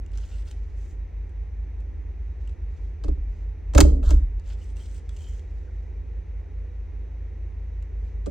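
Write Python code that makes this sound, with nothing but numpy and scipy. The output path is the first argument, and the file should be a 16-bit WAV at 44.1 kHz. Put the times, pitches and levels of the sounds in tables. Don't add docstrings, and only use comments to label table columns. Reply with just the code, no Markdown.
import sys
import numpy as np
from scipy import signal
from scipy.fft import rfft, irfft, next_fast_len
from scipy.io import wavfile
from scipy.ndimage import uniform_filter1d, minimum_filter1d

SR = 44100
rng = np.random.default_rng(int(sys.argv[2]) if len(sys.argv) > 2 else 0)


def store_pcm(level_fs):
    pcm = np.round(np.clip(level_fs, -1, 1) * 32767).astype(np.int16)
    wavfile.write(sys.argv[1], SR, np.atleast_2d(pcm).T)


N = 366030
TIME = np.arange(N) / SR
CUTOFF_HZ = 16400


# f/Hz, level/dB
SNAP_SPECTRUM = [(300, -25.5), (1200, 9.5), (1900, -4.5), (2400, -8.5), (3000, -2.5), (4200, 1),
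                 (5300, -3.5), (6700, 0.5), (8500, -3.5), (9800, -14), (13000, -10.5), (15300, -4.5),
                 (17000, -15)]
def punch(snap_gain_db, knock_gain_db, rattle=.13, db_per_octave=49.5):
    snaps, blows = np.zeros((2, 2, N))
    for s, snap_db, knock_db, hard_hz in contacts():
        bright_hz = CUTOFF_HZ * 2 ** (snap_db / db_per_octave)
        add(snaps, s, from_db(snap_db) * lowpass(crunch(decay_s=.0046, spread=.16), bright_hz))
        force = signal.unit_impulse(4096) + rattle * crunch(decay_s=.0051, spread=.24)
        add(blows, s, from_db(knock_db) * lowpass(force, hard_hz))
    knocks = from_db(knock_gain_db) * convolve(blows, housing())
    return from_db(snap_gain_db) * colour(snaps, SNAP_SPECTRUM) + knocks


# t/s, snap/dB, knock/dB, knock cutoff/Hz
DIE_CONTACTS = [(3.736, -42, -39, 2480), (3.7491, -28, -12, 1170), (3.7763, -25, -15.5, 1400),
                (3.7803, -16, -5.5, 2604), (3.804, -10.5, -11.5, 2040), (3.809, -10, -6, 2000),
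                (4.029, -53, -33.5, 2200), (4.091, -42.5, -39, 1830), (4.106, -32.5, -25.5, 1910)]
# t/s, click/dB, knock/dB, knock cutoff/Hz
PALM_LANDINGS = [(3.038, -44, -28.5, 454), (8.260, -44, -29, 1010)]
# t/s, first rebound/dB
LEVER_STOPS = [(3.807, -3), (4.094, -29.5)]
def contacts(slack_s=.0058, heel_s=.044, rebound_s=.035, loss_db=10):
    rows = list(DIE_CONTACTS)
    for s, click_db, knock_db, hard_hz in PALM_LANDINGS:
        rows.append((s, click_db, click_db + 1, 1400))
        rows.append((s + slack_s, click_db - 5.5, knock_db, hard_hz))
        rows.append((s + heel_s, click_db - 5.5, knock_db + 1.5, 414))
    for s, db in LEVER_STOPS:
        rows += [(s + (k + 1) * rebound_s, -np.inf, db - k * loss_db, 420) for k in range(2)]
    return [row for row in rows if row[0] < TIME[-1]]


# f/Hz, level/dB, t60/s, left lead/rad
HOUSING_MODES = [(114.8, 1.5, 0.087, 0.091), (161, -4, 0.11, 0), (191, -8, 0.19, -1.465),
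                 (261, 3.5, 0.047, -0.075), (268.5, 0, 0.12, -0.57), (304.2, -1.5, 0.14, -2.4),
                 (397, -4.5, 0.11, 0.94), (459, -8, 0.058, 0), (553, -4.5, 0.091, 0.42),
                 (581, -2, 0.092, 1), (671, -3, 0.036, 0.65), (838, -5.5, 0.033, .4), (931, -7, 0.026, .4),
                 (1233, -2.5, 0.027, 0.93), (1320, -2, 0.011, -0.35), (1500, -8.5, 0.02, 0.97),
                 (1670, -12.5, 0.024, 0), (2165, -13, 0.023, 0.87), (2629, -6, 0.023, -0.38)]
# f/Hz, left minus right/dB
HOUSING_BALANCE = [(180, -2.5), (340, -5.5), (650, 2.5), (1200, 1.5), (2300, -4.5)]
def housing():
    response = 0
    for k, (hz, db, t60_s, lead_rad) in enumerate(HOUSING_MODES):
        mode = np.array([ring(hz, t60_s, lead_rad / 2), ring(hz, t60_s, -lead_rad / 2)])
        balance = from_db(at_hz(HOUSING_BALANCE, hz) * np.array([[.5], [-.5]]))
        response += (-1) ** k * from_db(db) * mode * balance
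    return response


# f/Hz, level/dB, t60/s
SPRING_MODES = [(3690, -68, .55), (3770, -69, .55), (6250, -72, .5), (9650, -79, .7)]
def spring():
    track = np.zeros(N)
    add(track, DIE_CONTACTS[-1][0], ring_modes(SPRING_MODES))
    return track


# t/s, level/dB, length/s
DESK_PUSHES = [(3.076, -7.5, 0.02), (3.756, -5, .0085), (3.773, -5.5, 0.012), (3.799, -4.5, 0.031),
               (3.827, 8, 0.011), (4.061, -1, 0.019), (4.127, -3.5, 0.018)]
# f/Hz, level/dB, t60/s
DESK_MODES = [(36.18, -14, 1), (45.3, -9, .7), (65.5, 2, 0.41), (85, -11.5, 0.21)]
def desk(gain_db):
    force = np.zeros(N)
    for s, db, length_s in DESK_PUSHES:
        push = np.sin(np.pi * np.minimum(TIME[:SR // 10] / length_s, 1)) ** 2
        add(force, s, from_db(db) * push / push.sum())
    return from_db(gain_db) * convolve(force, ring_modes(DESK_MODES))


# f/Hz, level/dB
SHUDDER_SPECTRUM = [(70, -22.5), (120, -4), (200, -2), (265, 10.5), (340, -4), (410, 2.5), (520, -7),
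                    (620, -9), (780, -26), (1500, -43), (4000, -69)]
def shudder(start_s=3.785, gain_db=-6.5, rise_s=.06, t60_s=.44):
    t = np.maximum(TIME - start_s, 0)
    envelope = (1 - np.exp(-(t / rise_s) ** 2)) * from_db(gain_db - 60 * t / t60_s)
    return colour(envelope * pair(spread=.37), SHUDDER_SPECTRUM)


# f/Hz, level/dB
SCRAPE_SPECTRUM = [(120, -9), (280, -7), (420, -3), (600, 6), (800, 10), (1500, 13.5), (2100, -10.5),
                   (3500, 9), (5000, 0), (7500, 3), (9500, -11.5), (12500, -8.5), (16000, -17)]
def die_scrape(gain_db):
    drag = from_db(gain_db) * swell(start_s=4.027, length_s=.104, peakiness=.3)
    return colour(drag * friction(rough_db=-1, grain_hz=190), SCRAPE_SPECTRUM)


# t/s, length/s, rub/dB, hiss/dB, peakiness, start f/Hz, end f/Hz
STRIP_SLIDES = [(.13, .30, -67, -72, 0.18, 5800, 8400), (.435, 0.11, -62.5, -69, 1.7, 8400, 8600),
                (.74, 0.22, -75.5, -72.5, 1.3, 6000, 7300), (4.43, .13, -63.5, -69, 1.3, 7140, 7400),
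                (4.56, 0.18, -73.5, -75.5, 0.53, 7200, 8600), (4.757, 0.24, -68.5, -68.5, 0.17, 8070, 8400),
                (5.075, 0.36, -68.5, -68, 1.5, 8200, 6200)]
# f/Hz, level/dB
RUB_SPECTRUM = [(600, -2), (1200, -9), (1500, 0), (1900, -12), (2600, -4), (3150, -1.5), (3800, -4.5),
                (5200, -6), (7000, -19.5), (12000, -34.5)]
HISS_SPECTRUM = [(3500, -41.5), (5500, -1), (6800, 0.5), (8200, -2), (9600, -11), (12500, -20.5),
                 (15200, -7), (17000, -14)]
def paper(rub_gain_db, hiss_gain_db, glide_gain_db):
    rub, hiss, glide = np.zeros((3, N))
    uneven = from_db(1.5 * drift(rate_hz=18))
    for s, length_s, rub_db, hiss_db, peakiness, start_hz, end_hz in STRIP_SLIDES:
        speed = swell(s, length_s, peakiness) * uneven
        glide_hz = np.interp(TIME, [s, s + length_s], [start_hz, end_hz])
        rub += from_db(rub_db) * speed
        hiss += from_db(hiss_db) * speed
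        glide += from_db(hiss_db) * speed * narrow_noise(glide_hz, width_hz=1300)
    rub = colour(rub * friction(rough_db=3.2, grain_hz=90), RUB_SPECTRUM)
    hiss = colour(hiss * friction(rough_db=3.2, grain_hz=220), HISS_SPECTRUM)
    return from_db(rub_gain_db) * rub + from_db(hiss_gain_db) * hiss + from_db(glide_gain_db) * glide


# t/s, level/dB, ping f/Hz
EDGE_TICKS = [(0.0627, -51, 2820), (0.118, -54, 2840), (0.175, -39, 6490), (0.183, -44, 5730),
              (0.5124, -37.5, 3090), (1.294, -57, 2530), (1.805, -55.5, 2590), (2.4756, -47, 2800),
              (2.4947, -50, 2600), (4.397, -50, 4520), (4.7679, -43, 2780), (4.9954, -56, 3180),
              (5.0925, -39, 3380), (5.1652, -43, 2960), (5.1701, -44, 2810), (5.3944, -49, 3270),
              (7.8249, -51, 2730)]
# f/Hz, level/dB
TICK_SPECTRUM = [(700, -8), (1500, 4.5), (2100, -9), (3200, 3), (4500, -3), (7500, 1), (9000, -7),
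                 (11500, -16), (15000, -18), (17000, -27.5)]
def ticks(snap_gain_db, ping_gain_db):
    snaps, pings = np.zeros((2, 2, N))
    for s, db, hz in EDGE_TICKS:
        add(snaps, s, from_db(db) * crunch(decay_s=.002, spread=.088))
        add(pings, s, from_db(db) * ring(hz, t60_s=.03))
    return from_db(snap_gain_db) * colour(snaps, TICK_SPECTRUM) + from_db(ping_gain_db) * pings


# t/s, level/dB, f/Hz, length/s
SLIP_CHIRPS = [(0.31, -62, 2800, 0.054), (0.297, -68, 1474, 0.083), (4.47, -64, 1550, 0.024),
               (4.607, -61, 2940, 0.032), (4.796, -56.5, 3200, 0.038), (5.18, -59, 3100, 0.16),
               (5.666, -56.5, 1508, 0.031)]
def squeaks():
    return sum(from_db(db) * swell(s, length_s, peakiness=.69) * narrow_noise(hz, width_hz=.12 * hz)
               for s, db, hz, length_s in SLIP_CHIRPS)


# t/s, length/s, level/dB
HAND_STROKES = [(0, 0.96, -74.5), (2.39, 0.15, -74), (2.68, 0.25, -74), (3.28, .17, -73.5), (4.3, 1.7, -76),
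                (7.98, 0.19, -75)]
# f/Hz, level/dB
SKIN_SPECTRUM = [(1000, -6), (3000, 3), (7000, 2), (10000, -16.5), (16000, -15.5)]
def hands():
    speed = sum(from_db(db) * swell(s, length_s, peakiness=.59) for s, length_s, db in HAND_STROKES)
    return colour(speed * friction(rough_db=2, grain_hz=40), SKIN_SPECTRUM)


# f/Hz, level/dB, waver depth
HUM_TONES = [(33.6, -51, 2.5), (47.35, -36.5, .4), (52.2, -33, .14), (62.3, -47, 1.5), (71, -43, 1.5),
             (80.3, -40.5, .12)]
def hum(waver_hz):
    tones = 0
    for hz, db, depth in HUM_TONES:
        waver = 1 + depth * (drift(waver_hz) + 1j * drift(waver_hz))
        carrier = np.exp(2j * np.pi * (hz * TIME + rng.random()))
        tones += from_db(db) * rms_one(np.real(waver * carrier))
    return tones


# f/Hz, level/dB
AIR_SPECTRUM = [(20, -27), (45, 15.5), (90, 5), (200, -7), (420, -7.5), (620, -18.5), (850, -19),
                (1150, -26), (1600, -26), (1900, -20.5), (2450, -25), (3100, -36), (4400, -40), (5100, -44),
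                (6000, -36.5), (7200, -49), (10000, -55.5), (16000, -60.5)]
# t/s, level/dB
DRONE_LEVELS = [(0, -76), (4.5, -65), (5.6, -59.5), (8.3, -61.5)]
def air(rush_db, whine_db):
    drone_db = np.interp(TIME, *np.transpose(DRONE_LEVELS))
    drone = from_db(drone_db) * narrow_noise(453, width_hz=170)
    rush = from_db(rush_db) * colour(pair(spread=.55), AIR_SPECTRUM)
    whine = from_db(whine_db) * narrow_noise(3840, width_hz=49)
    return rush + drone + whine


# f/Hz, level/dB, t60/s
ROOM_BANDS = [(119.3, -7, 0.36), (304.4, -10.5, 0.42), (596, -15.5, 0.36), (1200, -10.5, 0.3),
              (3012, -10.5, 0.25), (6900, -10, 0.25), (15000, -22, .26)]
def room(x, wet_db, build_up_s):
    t = TIME[:SR * 2 // 3]
    edges_hz = np.geomspace(100, 17000, 16)
    onset = 1 - np.exp(-(t / build_up_s) ** 2)
    white = rng.standard_normal((2, 2, len(t)))
    tail = 0
    for k, (low, high) in enumerate(zip(edges_hz, edges_hz[1:])):
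        hz = np.sqrt(low * high)
        fade = from_db(-60 * t / at_hz(ROOM_BANDS, hz, column=2))
        bandpass = signal.butter(2, [low, high], "band", fs=SR, output="sos")
        band = signal.sosfilt(bandpass, white[k % 2]) * onset * fade
        band /= np.linalg.norm(band, axis=1, keepdims=True)
        tail += band * np.sqrt(2 * (high - low) / SR) * from_db(at_hz(ROOM_BANDS, hz))
    return from_db(wet_db) * convolve(x, tail)


def from_db(db):
    return 10 ** (np.asarray(db) / 20)


def rms_one(x):
    return x / np.sqrt(np.mean(x ** 2) + 1e-20)


def at_hz(table, hz, column=1):
    table = np.array(table)
    return np.interp(np.log(np.maximum(hz, 1)), np.log(table[:, 0]), table[:, column])


def add(track, start_s, sound):
    start = round(start_s * SR)
    track[..., start:start + sound.shape[-1]] += sound[..., :N - start]


def convolve(x, response):
    return signal.oaconvolve(np.atleast_2d(x), np.atleast_2d(response), axes=-1)[:, :N]


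def lowpass(x, hz):
    return signal.sosfilt(signal.butter(2, np.clip(hz, 50, .45 * SR), fs=SR, output="sos"), x)


def colour(x, spectrum, size=4096):
    magnitude = from_db(at_hz(spectrum, np.fft.rfftfreq(size, 1 / SR)))
    cepstrum = irfft(np.log(magnitude))
    cepstrum[1:size // 2] *= 2
    cepstrum[size // 2 + 1:] = 0
    response = irfft(np.exp(rfft(cepstrum)))
    return convolve(x, response / np.linalg.norm(response))


def drift(rate_hz, control_hz=1500, size=2 ** 14):
    hz = np.fft.rfftfreq(size, 1 / control_hz)
    slow = irfft(rfft(rng.standard_normal(size)) / (1 + (hz / rate_hz) ** 4))
    return np.interp(TIME * control_hz, np.arange(size), rms_one(slow))


def pair(spread, size=N):
    mid, side = rng.standard_normal((2, size))
    return (mid + spread * side * np.array([[1], [-1]])) / np.hypot(1, spread)


def crunch(decay_s, spread, size=4096):
    return pair(spread, size) * np.exp(-TIME[:size] / decay_s)


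def friction(rough_db, grain_hz):
    return rms_one(pair(spread=.12) * from_db(rough_db * drift(grain_hz)))


def ring(hz, t60_s, lead_rad=0):
    t = TIME[:SR]
    return np.sin(2 * np.pi * hz * t + lead_rad) * from_db(-60 * t / t60_s)


def ring_modes(modes):
    return sum(from_db(db) * ring(hz, t60_s) for hz, db, t60_s in modes)


def narrow_noise(hz, width_hz):
    phase = 2 * np.pi * np.cumsum(hz * np.ones(N)) / SR
    return (drift(width_hz / 2) * np.cos(phase) + drift(width_hz / 2) * np.sin(phase)) / np.sqrt(2)


def swell(start_s, length_s, peakiness):
    progress = np.clip((TIME - start_s) / length_s, 0, 1)
    return (4 * progress * (1 - progress)) ** peakiness


def delay_left(x, lag_s):
    size = next_fast_len(N + SR // 100)
    shift = np.exp(-2j * np.pi * np.fft.rfftfreq(size, 1 / SR) * lag_s)
    left = irfft(rfft(x[0], size) * shift, size)[:N]
    return np.array([left, x[-1]])


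def scene():
    near = punch(snap_gain_db=2.5, knock_gain_db=-6) + spring() + hands() + die_scrape(gain_db=-47)
    near += paper(rub_gain_db=5, hiss_gain_db=3.5, glide_gain_db=3) + squeaks()
    near += ticks(snap_gain_db=-5, ping_gain_db=-10) + shudder()
    near = delay_left(near, lag_s=.00002)
    low = delay_left(desk(gain_db=1.5) + hum(waver_hz=1), lag_s=.00015) * from_db([[-.3], [.3]])
    return near + room(near, wet_db=2.5, build_up_s=.0021) + low + air(rush_db=-44.5, whine_db=-85)


# f/Hz, side gain/dB
SIDE_GAINS = [(70, 0), (120, -11.5), (200, -5), (300, 1), (1100, 5), (1650, -2), (2100, -29.5),
              (2900, -8.5), (4000, -5), (5500, 3.5), (15000, 0.5)]
def microphones(x, low_cut_hz=26):
    x = signal.sosfilt(signal.butter(2, low_cut_hz, "high", fs=SR, output="sos"), x)
    size = next_fast_len(N + SR // 10)
    side_gain = from_db(at_hz(SIDE_GAINS, np.fft.rfftfreq(size, 1 / SR)))
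    side = irfft(rfft((x[0] - x[1]) / 2, size) * side_gain, size)[:N]
    return x.mean(axis=0) + side * np.array([[1], [-1]])


def record(dry, ceiling=.9, hold_s=.018, release_db_per_s=45):
    x = microphones(dry)
    over_db = np.maximum(20 * np.log10(np.abs(x).max(axis=0) / ceiling + 1e-9), 0)
    half_hold = int(hold_s * SR / 2)
    held_db = -minimum_filter1d(-over_db, 2 * half_hold + 1, origin=half_hold)
    release_db = release_db_per_s * TIME
    duck_db = np.maximum.accumulate(held_db + release_db) - release_db
    gain_db = uniform_filter1d(minimum_filter1d(-duck_db, size=129), size=129)
    treble_cut = signal.ellip(10, .2, 80, CUTOFF_HZ, fs=SR, output="sos")
    return signal.sosfilt(treble_cut, x * from_db(gain_db))


dry = scene()
out = record(dry)
store_pcm(out)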